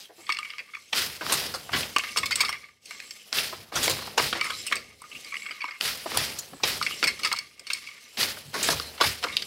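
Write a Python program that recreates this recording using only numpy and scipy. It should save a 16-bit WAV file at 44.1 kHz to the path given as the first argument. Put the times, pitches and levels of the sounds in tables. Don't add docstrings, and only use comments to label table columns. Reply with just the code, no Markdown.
import sys
import numpy as np
from scipy import signal
from scipy.fft import rfft, irfft, next_fast_len
from scipy.io import wavfile
from scipy.ndimage import uniform_filter1d

SR = 44100
rng = np.random.default_rng(int(sys.argv[2]) if len(sys.argv) > 2 else 0)


def pcm_store(signal):
    levels = np.round(np.clip(np.atleast_2d(signal), -1, 1) * 32767)
    wavfile.write(sys.argv[1], SR, levels.astype(np.int16).T)


def decibels_to_gain(level_db):
    exponent = np.asarray(level_db, float) / 20
    return 10 ** exponent


N = 417186


def rms_one(x):
    return x / np.sqrt(np.mean(x ** 2) + 1e-20)


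def filtered(x, order, hz, kind="low"):
    return signal.sosfilt(signal.butter(order, hz, kind, fs=SR, output="sos"), x)


def at_hz(points, hz):
    point_hz, point_db = np.transpose(points)
    return np.interp(np.log(hz), np.log(point_hz), point_db)


def drift(per_s):
    knots = rng.standard_normal(N // 20 + 2)
    return np.interp(np.arange(N) * per_s / SR, np.arange(len(knots)), knots)


def rings(modes, length_s):
    hz, db, t60 = np.transpose(modes)[:, :, None]
    t = np.arange(int(length_s * SR)) / SR
    return decibels_to_gain(db - 60 * t / t60) * np.sin(2 * np.pi * hz * t)


def ring_together(x, modes, length_s):
    body = rings(modes, length_s).sum(axis=0)
    return signal.fftconvolve(x, body / np.sqrt(np.sum(body ** 2)))[:N]


def grains(per_s, spread_db):
    sizes = decibels_to_gain(spread_db * np.minimum(rng.exponential(1, N), 4))
    signs = rng.choice([-1, 1], N)
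    return sizes * signs * (rng.random(N) < per_s / SR)


def coloured(x, spectrum, patchy_db):
    size = next_fast_len(N)
    hz = np.maximum(np.arange(size // 2 + 1) * SR / size, 1)
    low_hz, high_hz = spectrum[0][0], spectrum[-1][0]
    shaped = rfft(x, size) * decibels_to_gain(at_hz(spectrum, hz))
    shaped *= (hz > low_hz / 2) & (hz < high_hz * 2)
    step = np.log(high_hz / low_hz) / 5
    out = 0
    for centre in np.geomspace(low_hz, high_hz, 6):
        window = np.clip(1 - np.abs(np.log(hz / centre)) / step, 0, 1)
        out = out + irfft(shaped * window, size)[:N] * decibels_to_gain(patchy_db * drift(40))
    return rms_one(out)


# start_s, level_db
SLIDES = [
    [(0, -49), (.068, -56), (.106, -68), (.2, -54.5), (.317, -49.5), (.684, -58.5), (.9, -56.5)],
    [(1.95, -50.5), (2.115, -40.5), (2.16, -47.5), (2.6, -55), (2.8, -74.5), (2.87, -49.5), (2.95, -49),
     (3.31, -54.5)],
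    [(4.3, -85), (4.45, -42), (4.661, -44), (4.84, -62), (4.981, -61.5), (5.166, -47.5), (5.4, -48),
     (5.773, -56.5)],
    [(6.75, -54), (6.9, -40.5), (7.1, -46), (7.56, -61.5), (7.75, -59), (8.143, -52.5)],
    [(9.2, -55), (9.459, -45.5)],
]


def sliding():
    s, db = np.transpose(sum(SLIDES, []))
    return decibels_to_gain(np.interp(np.arange(N) / SR, s, db))


# start_s, level_db
BOBBIN_RUB = [
    [(0.2, -58), (0.321, -44), (0.581, -49.5), (0.702, -59), (0.764, -57), (0.898, -60)],
    [(1.95, -41), (1.991, -36.5), (2.193, -49), (2.422, -36), (2.514, -36.5), (2.808, -75), (2.923, -45),
     (3.247, -63)],
    [(4.298, -43), (4.44, -37.5), (4.627, -52.5), (4.749, -38.5), (4.867, -57), (4.97, -62)],
    [(4.99, -62), (5.07, -56), (5.2, -53), (5.25, -59), (5.3, -58), (5.45, -45), (5.571, -51.5),
     (5.637, -42), (5.777, -48.5)],
    [(6.799, -43), (7.016, -50.5), (7.058, -34), (7.188, -51), (7.263, -42), (7.379, -37.5), (7.545, -65.5),
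     (7.716, -47.5), (8.118, -58)],
    [(9.25, -43), (9.447, -47.5)],
]


def rub_level():
    t = np.arange(N) / SR
    return sum(decibels_to_gain(np.interp(t, *np.transpose(spell), left=-140, right=-140)) for spell in BOBBIN_RUB)


def shuttle_in_play():
    return uniform_filter1d(1. * (rub_level() > 1e-5), size=2000)


# start_s, rise_s, swish_db, fall_db_per_s, rumble_over_swish_db
STROKES = [(0.925, 0.056, -25.5, 120, -15), (1.214, 0.18, -31.5, 104, -7.5),
           (1.718, 0.069, -31.5, 146, -8.5), (3.323, 0.056, -27, 110, -13.5), (3.72, 0.13, -29.5, 68, -7.5),
           (4.172, 0.06, -26.5, 122, -11), (5.803, 0.053, -28.5, 106, -15.5),
           (6.064, 0.17, -31.5, 117, -9.5), (6.629, 0.049, -28, 103, -10.5), (8.17, 0.046, -24, 158, -14.5),
           (8.532, 0.14, -30, 93, -8.5), (9.003, 0.064, -27.5, 173, -17), (1.96, 0.038, -52, 49, -18),
           (2.16, 0.0051, -39, 120, -1.5), (2.342, 0.069, -36.5, 153, -13.5),
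           (4.699, 0.0062, -45.5, 92, -2.5), (7.026, 0.0078, -31.5, 307, -3.5),
           (7.2, 0.077, -41, 123, -9.5), (7.66, 0.083, -42, 103, -21), (9.222, 0.024, -45, 64, -1.5)]


def strokes(start_db, fall_share, timber=False):
    out = np.zeros(N + SR)
    t = np.arange(SR * 2 // 3) / SR
    for s, rise_s, db, fall, rumble_db in STROKES:
        after = np.maximum(t - rise_s, 0)
        approach = np.maximum(1 - t / rise_s, 0) ** 2
        swell = decibels_to_gain(db + timber * rumble_db + start_db * approach)
        sway = decibels_to_gain(-34 - 66 * after)
        at = round(s * SR)
        out[at:at + len(t)] += swell * (decibels_to_gain(-fall * fall_share * after) + sway)
    return out[:N]


def timber_strokes():
    return strokes(start_db=-6, fall_share=0.64, timber=True)


# start_s, level_db
TREADLES = [(3.92, -43), (8.48, -47.5), (1.755, -34), (2.22, -48), (3.6, -55), (3.78, -45), (4.22, -46),
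            (4.55, -55), (5.88, -58), (6.18, -45), (6.65, -46), (8.73, -39.5), (9.07, -39.5)]
# pitch_hz, level_db, t60_s
FLOOR_MODES = [
    (75, -9, 0.75),
    (102.2, 0.5, 0.25),
    (146.3, 11.5, 0.064),
    (226.5, 1, 0.08),
]


def floor_boom():
    house_hum = decibels_to_gain(-79.5)
    shake = filtered(timber_strokes() * decibels_to_gain(-7.5), 1, 6.0) + house_hum + decibels_to_gain(-26) * sliding()
    near = np.arange(-3000, 3000)
    push = np.exp(-(near / SR / 0.032) ** 2)
    for s, db in TREADLES:
        shake[round(s * SR) + near] += decibels_to_gain(db) * push
    return ring_together(shake * rng.standard_normal(N), FLOOR_MODES, 0.29)


# pitch_hz, level_db (per Hz)
RUMBLE_COLOUR = [(120, -33.5), (200, -1), (290, -5.5), (460, -1), (800, -4), (1100, -7.5), (2200, -14.5)]


def shaft_rumble():
    still_db = -78.5
    gain = timber_strokes() + decibels_to_gain(-10) * sliding() + decibels_to_gain(still_db)
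    rumble = gain * coloured(grains(2500, spread_db=2.3), RUMBLE_COLOUR, patchy_db=1.3)
    deep = filtered(rumble, 2, 550)
    return rumble + shuttle_in_play() * (deep - rumble)


# pitch_hz, level_db (per Hz)
SWISH_COLOUR = [(800, -25.5), (1150, -7.5), (2000, -2), (3800, -2), (5100, -0.5), (6300, -11), (9000, -24)]


def thread_swish():
    gain = strokes(start_db=-19, fall_share=1) + decibels_to_gain(-3.5) * sliding()
    swish = gain * decibels_to_gain(1.5) * coloured(grains(7000, spread_db=2.5), SWISH_COLOUR, patchy_db=1.3)
    thin = filtered(swish, 2, 2400, "high")
    return swish + shuttle_in_play() * (thin - swish)


# pitch_hz, level_db (per Hz)
SHEEN_COLOUR = [(4500, -10), (6500, 7), (9500, 10), (14000, 7.5), (17500, -1)]


def wire_sheen():
    gain = decibels_to_gain(-5.5) * strokes(start_db=-22.5, fall_share=1) + decibels_to_gain(-3.5) * sliding()
    sheen = gain * coloured(grains(6000, spread_db=1.0), SHEEN_COLOUR, patchy_db=2.0)
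    dull = filtered(sheen, 1, 9000)
    return sheen + shuttle_in_play() * (dull - sheen)


def warp():
    lumps = decibels_to_gain(1.71 * drift(90))
    return (thread_swish() + wire_sheen()) * lumps + shaft_rumble()


def brief_tones(rows):
    width_hz, sag_share = 190, 0.015
    out, t = np.zeros(N + SR), np.arange(SR // 8) / SR
    for s, length_s, hz, db in rows:
        a, b = filtered(rng.standard_normal((2, len(t) + 2000)), 2, width_hz)[:, 2000:]
        turn = 2 * np.pi * hz * t * (1 - sag_share * (t / length_s - 1) / 2)
        shape = np.sin(np.pi * np.clip(t / length_s, 0, 1) ** 0.65)
        tone = (.7 * a.std() + a) * np.cos(turn) + b * np.sin(turn)
        at = round(s * SR)
        out[at:at + len(t)] += decibels_to_gain(db) * shape * rms_one(tone)
    return out[:N]


# start_s, length_s, pitch_hz, level_db
SINGING = [(1.209, 0.035, 983, -37), (1.962, 0.014, 2705, -17.5), (1.988, 0.028, 2790, -29),
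           (2.355, 0.03, 1200, -46), (2.488, 0.021, 1205, -33), (3.96, 0.16, 4180, -45),
           (5.115, 0.012, 2820, -37), (5.147, 0.035, 2770, -38), (5.222, 0.16, 2250, -48),
           (5.319, 0.029, 1200, -53), (7.315, 0.036, 1200, -28), (8.81, 0.11, 4150, -42),
           (9.283, 0.027, 2160, -49), (5.12, 0.1, 255, -56), (6.52, 0.057, 277, -43),
           (2.89, 0.15, 7540, -55), (3.02, 0.19, 7560, -55), (6.387, .03, 6930, -38)]


def singing_parts():
    return brief_tones(SINGING)


# start_s, length_s, pitch_hz, level_db
THREAD_TONES = [(0.591, .05, 516, -58), (2.088, 0.017, 2850, -36), (4.44, 0.067, 1192, -39),
                (4.475, 0.025, 2850, -51), (4.502, 0.011, 3220, -26), (4.581, 0.036, 4760, -58),
                (4.581, 0.043, 3250, -48), (4.627, 0.024, 3900, -43), (4.668, 0.035, 2760, -33.5),
                (4.75, 0.057, 488, -44.5), (5.254, 0.033, 470, -60), (5.5, 0.041, 517, -53),
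                (6.9, 0.065, 2900, -35), (6.97, 0.038, 5530, -44), (7.599, 0.039, 507, -54.5),
                (9.325, 0.025, 3800, -38)]


def singing_threads():
    return brief_tones(THREAD_TONES)


SCRAPE_HZ = [2640, 3100, 4140, 5370, 6130, 7640]


def scrape():
    catches = grains(740, spread_db=3) + 1e-18
    t60_s, tilt_db, swing_db = .008, -0.5, 6
    r = decibels_to_gain(-60 / (t60_s * SR))
    out = 0
    for k, hz in enumerate(SCRAPE_HZ):
        resonance = [1, -2 * r * np.cos(2 * np.pi * hz / SR), r * r]
        ring = signal.lfilter([1, 0, -1], resonance, np.roll(catches, 9001 * k))
        out = out + ring * decibels_to_gain(tilt_db * k + swing_db * drift(18))
    read = np.cumsum(decibels_to_gain(.3 * drift(12)))
    glided = np.interp(read * N / read[-1], np.arange(N), out)
    return decibels_to_gain(-1) * sliding() * rms_one(glided)


# pitch_hz, level_db, t60_s
SHUTTLE_MODES = [(1230, -48, 0.11), (1200, 0, 0.074), (2122, -3.5, 0.035), (2198, 10, 0.036),
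                 (2353, 7, 0.013), (2730, 8.5, 0.0097), (3300, -3.5, 0.036), (3870, -5.5, 0.014),
                 (4470, 5, 0.023), (5170, 6.5, 0.011), (7920, -10, 0.024), (8395, -5, 0.022)]


def bobbin():
    wobble = drift(45)
    level = uniform_filter1d(rub_level(), size=900)
    rolling = rms_one(grains(800, spread_db=3.5) * decibels_to_gain(4 * wobble)) * level
    taps = rms_one(grains(150, spread_db=3.0)) * level * decibels_to_gain(-8)
    click = rms_one(rng.standard_normal(400)) * decibels_to_gain(np.linspace(-20, -60, 400))
    crack = signal.fftconvolve(taps, click)[:N]
    rub = ring_together(rolling + taps, SHUTTLE_MODES, 0.089)
    sway = np.cumsum(.03 * wobble[::-1])
    rub = np.interp(np.arange(N) + sway - uniform_filter1d(sway, size=4000), np.arange(N), rub)
    return decibels_to_gain(1.5) * filtered(rub, 3, [1050, 3400], "band") + decibels_to_gain(-23.0) * np.gradient(crack)


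# pitch_hz, level_db
TIMBER_COLOUR = [(300, 1.5), (1200, 6.5), (4500, -0.5), (6500, -3), (16000, -12.5)]


def timber_modes():
    hz = np.geomspace(300, 15500, 90) * decibels_to_gain(rng.normal(0, 0.054, 90))
    return np.transpose([hz, at_hz(TIMBER_COLOUR, hz), .004 + 15 / hz])


def strike(rows, timber, low_db, upper_db, upper_share, hollow_db, bass_db):
    wood = rings(timber, .1)
    hz = np.vstack([SHUTTLE_MODES, timber])[:, 0]
    hollow = np.arange(len(hz)) < len(SHUTTLE_MODES)
    out, t = np.zeros(N + SR), np.arange(2600) / SR
    for s, db, high_db, contact_ms, lowest_db in rows:
        spread, grip = rng.standard_normal((2, len(hz)))
        held = np.array(SHUTTLE_MODES) * decibels_to_gain(grip[hollow, None] * [.2, 0, 2]) * [1, 1, .85]
        colour = [(500, low_db + lowest_db - 11.0), (1200, low_db + lowest_db - 1.5), (2300, 0.0043),
                  (4200, upper_db + upper_share * high_db), (8000, high_db + 3.5)]
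        chance_db = np.where(hollow, 2.2, 2.54) * np.abs(spread)
        strength = decibels_to_gain(at_hz(colour, hz) + hollow_db * hollow + chance_db)
        body = strength * np.sign(spread) @ np.vstack([rings(held, .1), wood])
        contact = t / np.clip(contact_ms / 1e3, .0003, .04)
        pressure = np.exp(-contact ** 2) + 0.31 * np.exp(-contact / 2.7) * (1 - t / t[-1])
        pressure *= 1 + 1.5 * np.exp(-t / 0.00022)
        noise = rng.standard_normal(len(t))
        grit = np.sign(noise) * np.abs(noise) ** 2.76
        sound = signal.fftconvolve(body, grit * pressure)
        kept = min(decibels_to_gain(bass_db), 1)
        sound = kept * sound + (1 - kept) * filtered(sound, 8, 1080, "high")
        loudest = np.sqrt(uniform_filter1d(sound ** 2, size=110).max())
        at = round(s * SR)
        out[at:at + len(sound)] += decibels_to_gain(db) * sound / loudest
    return filtered(out[:N], 2, 260, "high")


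# start_s, peak_db, brightness_db, contact_ms, low_modes_db
JOSTLES = [(.005, -40.5, -2, 76, -23.5), (1.754, -39, -23, 1.6, -8), (1.83, -26.5, -19, 8, 1),
           (3.366, -28, -6, 14, -4), (3.83, -20, 19, 60, -19), (3.895, -19.5, 15, 27, 13.5),
           (4.022, -34, -25, 3.3, 31), (4.195, -18.5, -26, 8, 5), (5.126, -38, -32, 8.3, 0),
           (6.1445, -28, 5, 37, 18), (6.202, -29.5, -14, 5.5, 11), (8.192, -54, 9, 19, -9),
           (8.21, -29, -20, 8.5, -5), (8.70, -20.5, 12, 34, 13), (9.036, -20.5, -33, 20, 1),
           (9.267, -30, -27, 4.9, 28)]


def shaft_jostles(timber):
    return strike(JOSTLES, timber, low_db=-12, upper_db=12.4, upper_share=0.47, hollow_db=-24, bass_db=0)


# start_s, peak_db, brightness_db, contact_ms, low_modes_db
BUMPS = [(.0916, -44, -11, 32, 4), (1.2094, -27, -29, 17, -6), (1.691, -31.5, -38, 5.1, -5),
         (3.527, -31, -35, 6.4, 22), (3.722, -33, -16, 16, 17), (3.8790, -14, -2, 1.3, -2),
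         (4.073, -34.5, -18, 5.5, 7), (4.352, -27, -14, 30, -1), (6.0574, -25.5, -17, 15, 2),
         (6.532, -38, -22.5, 6.4, 0.5), (6.6, -43.5, -26, 11, 10), (8.37, -36, -24, 6.8, 1),
         (8.6870, -14.5, -6, 3, -3.5), (8.540, -25, 9, 43, 0), (8.978, -37, -7, 21, -11),
         (9.228, -27.5, -9, 13, -13), (9.2385, -21, -5, 7.8, 0), (.18, -46, -28, 46, 12)]


def frame_bumps(timber):
    return strike(BUMPS, timber, low_db=5.4, upper_db=9.3, upper_share=0.44, hollow_db=-11, bass_db=0)


# start_s, peak_db, brightness_db, contact_ms, low_modes_db
ROLLS = [(5.0397, -40.5, -25, 12, 23), (5.118, -46, -27, 1, 15), (5.1473, -40, -21, 9.6, 13),
         (5.2463, -36, 7, 0.88, 2), (5.2737, -43, -10, 3.8, -12), (5.3206, -28.5, -35, 11, 19),
         (5.3414, -26, -26, 2.4, 4), (5.3539, -27, -34, 3.2, 7), (5.3675, -26.5, -15, 2.2, -11),
         (5.3969, -41, -19, 3, -4), (5.4195, -32.5, -19, 1.7, -6), (5.4296, -37, -32, 5.2, -7),
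         (5.456, -34, -27, 3.2, 12), (5.4618, -30.5, -13, 6.2, 3), (5.487, -32, -43, 13, -7),
         (5.5086, -27, -10, 8.3, 7), (5.521, -34, -32, 6, 5), (5.605, -29, -22, 8.4, -1),
         (5.6167, -27.5, -20, 4.1, 2), (5.653, -32, -24, 7.9, -2), (5.7085, -31.5, -19, 3.6, 1)]


def bobbin_rolls(timber):
    return strike(ROLLS, timber, low_db=-10, upper_db=7.2, upper_share=0.77, hollow_db=14.7, bass_db=-29)


# start_s, peak_db, brightness_db, contact_ms, low_modes_db
TICKS = [(.2664, -37.8, -13, 4.4, -4), (.3222, -19.5, 1, 4.2, -5), (.347, -35, -15, 3, 2),
         (.3694, -24.5, 0, 1, -6), (.3874, -24, 2, 1.8, 14.5), (.429, -28, -23, 1.5, -13),
         (.4478, -31.5, -20, 12, 1), (.5023, -30.5, -15, 5.7, -2), (.5355, -34.5, -29, 1.1, 10),
         (.583, -29, -9, 2.2, 2), (.5896, -30.5, -21, 15, -13), (.734, -34, -43, 11, 6),
         (.7477, -28.5, -35, 5, -20), (.768, -39.5, -25, 3.8, 11), (7.867, -34, -13, 12, -2),
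         (7.887, -37, -2, 6.4, -1), (7.914, -38, -26, 2, -5), (7.978, -44, -26, 7.3, 19)]


def bobbin_ticks(timber):
    return strike(TICKS, timber, low_db=-12, upper_db=5, upper_share=0.51, hollow_db=14, bass_db=-25)


# start_s, peak_db, brightness_db, contact_ms, low_modes_db
JOLTS = [(1.991, -25.5, -11, 10, 9), (2.0364, -27.5, -22, 13, 6.5), (2.1708, -17.5, 2.5, 8, 15),
         (2.1847, -18.5, 5, 5.7, 6), (2.258, -23.5, 4.5, 10, 0), (2.3176, -19.5, -6, 15.6, -9),
         (2.3565, -18.5, 13, 6.6, -3), (2.394, -37, 0, 4, 9), (2.4482, -23, -12, 9, 0),
         (2.484, -26.5, -3, 3, 0), (2.526, -24.5, -6, 5.1, 13), (2.8568, -39.5, 8, 2.7, -3.5),
         (3.0013, -30.5, -11, 2.5, -8), (3.1079, -31, -1, 3.8, -8), (4.5044, -33.5, 20, 6.8, -9),
         (4.666, -28.5, 21, 11, -5), (4.7562, -25, 19, 4.8, 7), (4.765, -28.5, -3, 11, -14),
         (6.826, -21, -2, 5.1, 0), (7.040, -15, -3, 7.5, 7), (7.272, -24.5, 0, 2.3, 4),
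         (7.327, -19, 7, 3.9, -8), (7.362, -30, -2, 12, 4), (7.388, -22.5, -2.5, 2.8, -12),
         (7.5948, -35, 6, 4.5, -5), (7.6682, -33, -7, 12, -7), (7.7325, -19.5, 2, 3.9, -4),
         (7.746, -32, -10, 26, 9), (9.284, -34, -7, 3, 0)]


def bobbin_jolts(timber):
    return strike(JOLTS, timber, low_db=-16, upper_db=2.8, upper_share=0.36, hollow_db=5.7, bass_db=-15)


# start_s, peak_db, brightness_db, contact_ms, low_modes_db
CLACKS = [(.2923, -19.5, -14, 3.3, 0), (.2995, -20, -23, 4.9, -19), (1.9629, -13, -8, 3.1, 1.5),
          (2.160, -24.5, -38, 7.1, 6), (2.2313, -21.5, -17, 10, -8.5), (2.308, -22.5, -6, 7.5, -7),
          (2.405, -14, 4, 10, -6), (2.432, -26, -25, 4.5, 23), (2.491, -23, 7.5, 9.1, 6),
          (2.9084, -31, -6, 4.6, -6), (4.4114, -18, -16.5, 2.1, -8.5), (4.4426, -28, 1, 16, 1),
          (4.496, -25.5, -16, 18, 0), (4.713, -29.5, -25, 2.8, 13), (4.7233, -15, -23, 8.3, -15.5),
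          (5.0184, -38, 27, 2.2, 22), (5.641, -23, -13, 1.9, 3.5), (5.6789, -32, -21, 13, -7),
          (5.7198, -37, -26, 1.5, -7), (6.8131, -19.5, -26, 2.4, 17), (6.8646, -18, -12.5, 8, -22.5),
          (6.9074, -31, -10, 3.9, -3), (7.0278, -14, -22, 9.7, -4.5), (7.0705, -16, -5, 17, -17),
          (7.192, -34, 4, 9.5, -1), (7.233, -23.5, -7, 11, -14), (7.2473, -17, -3.5, 17, -2),
          (7.316, -21, -18, 6.7, -16), (7.7013, -22, -12, 13, -12)]


def shuttle_clacks(timber):
    return strike(CLACKS, timber, low_db=1.4, upper_db=2.2, upper_share=0.48, hollow_db=3.8, bass_db=-13)


# start_s, peak_db, brightness_db, contact_ms, low_modes_db
SNAPS = [(1.984, -19.5, 1, 1.8, 7), (3.3847, -17, -23, 4.2, -5), (3.988, -34.5, -11, 2.9, 27),
         (4.177, -13, -13, 16, 6), (5.8522, -31, -20, 11, -1.5), (8.2300, -17, -20, 4, -2),
         (8.7982, -22, -15, 0.86, 9.5), (9.0100, -11.5, -18, 14.6, 6), (9.3678, -10.5, -29, 5.4, -16),
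         (9.421, -25.5, -6, 5.3, -11)]


def reed_snaps(timber):
    return strike(SNAPS, timber, low_db=-11.5, upper_db=8.8, upper_share=0.12, hollow_db=-13, bass_db=-9.5)


# start_s, peak_db, brightness_db, contact_ms, low_modes_db
KNOCKS = [(.928, -18.5, -20, 7.5, -5.5), (1.2648, -23.5, -20, .74, 5), (1.2956, -23.5, -1, 29, 7),
          (1.3221, -16.5, 15.5, 23, 7), (1.5387, -25, 14.5, 24, 17), (1.7302, -20.5, -33, 33, -5),
          (1.7746, -25.5, -27, 3, 3.5), (3.3280, -16, -15, 0.31, -2.5), (3.755, -22, 5.5, 31, 9),
          (4.3274, -18.5, -31, 6, -2.5), (5.81, -15, -6, 0.7, -11), (6.1185, -25, -48, 2.8, 3),
          (6.1712, -13.5, 19, 4.6, 10), (6.3864, -27, 31, 8.4, 0), (6.6347, -15, -10, 12, -5),
          (8.1723, -28.5, -26, 1, -11), (8.628, -20, 14, 56, -15), (9.002, -23, -18, 20, 8)]


def beater_knocks(timber):
    return strike(KNOCKS, timber, low_db=-8, upper_db=10.4, upper_share=0.39, hollow_db=-9.5, bass_db=-1.5)


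def room(x):
    t60_s, level_db, wall_cut_hz = .25, -17, 6000
    t = np.arange(SR // 2) / SR
    tail = rng.standard_normal(len(t)) * decibels_to_gain(-60 * t / t60_s) * (t > .004)
    tail = filtered(tail, 1, wall_cut_hz)
    return decibels_to_gain(level_db) * signal.fftconvolve(x, tail / np.sqrt(np.sum(tail ** 2)))[:N]


def scene():
    beds = floor_boom() + warp() + singing_parts()
    timber = timber_modes()
    hits = singing_threads() + scrape() + bobbin()
    for part in (shaft_jostles, frame_bumps, bobbin_rolls, bobbin_ticks, bobbin_jolts, shuttle_clacks,
                 reed_snaps, beater_knocks):
        hits = hits + part(timber)
    return (hits + room(hits) + beds)[None]


def low_pass(x):
    return signal.sosfilt(signal.butter(12, 16810, fs=SR, output="sos"), x)


def record(dry):
    thin = filtered(dry, 6, 54, "high")
    rounded = .62 * np.tanh(thin / .62)
    cut = signal.sosfilt(signal.ellip(8, 1, 30, 15800, fs=SR, output="sos"), rounded)
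    return low_pass(cut)


dry = scene()
out = record(dry)
pcm_store(out)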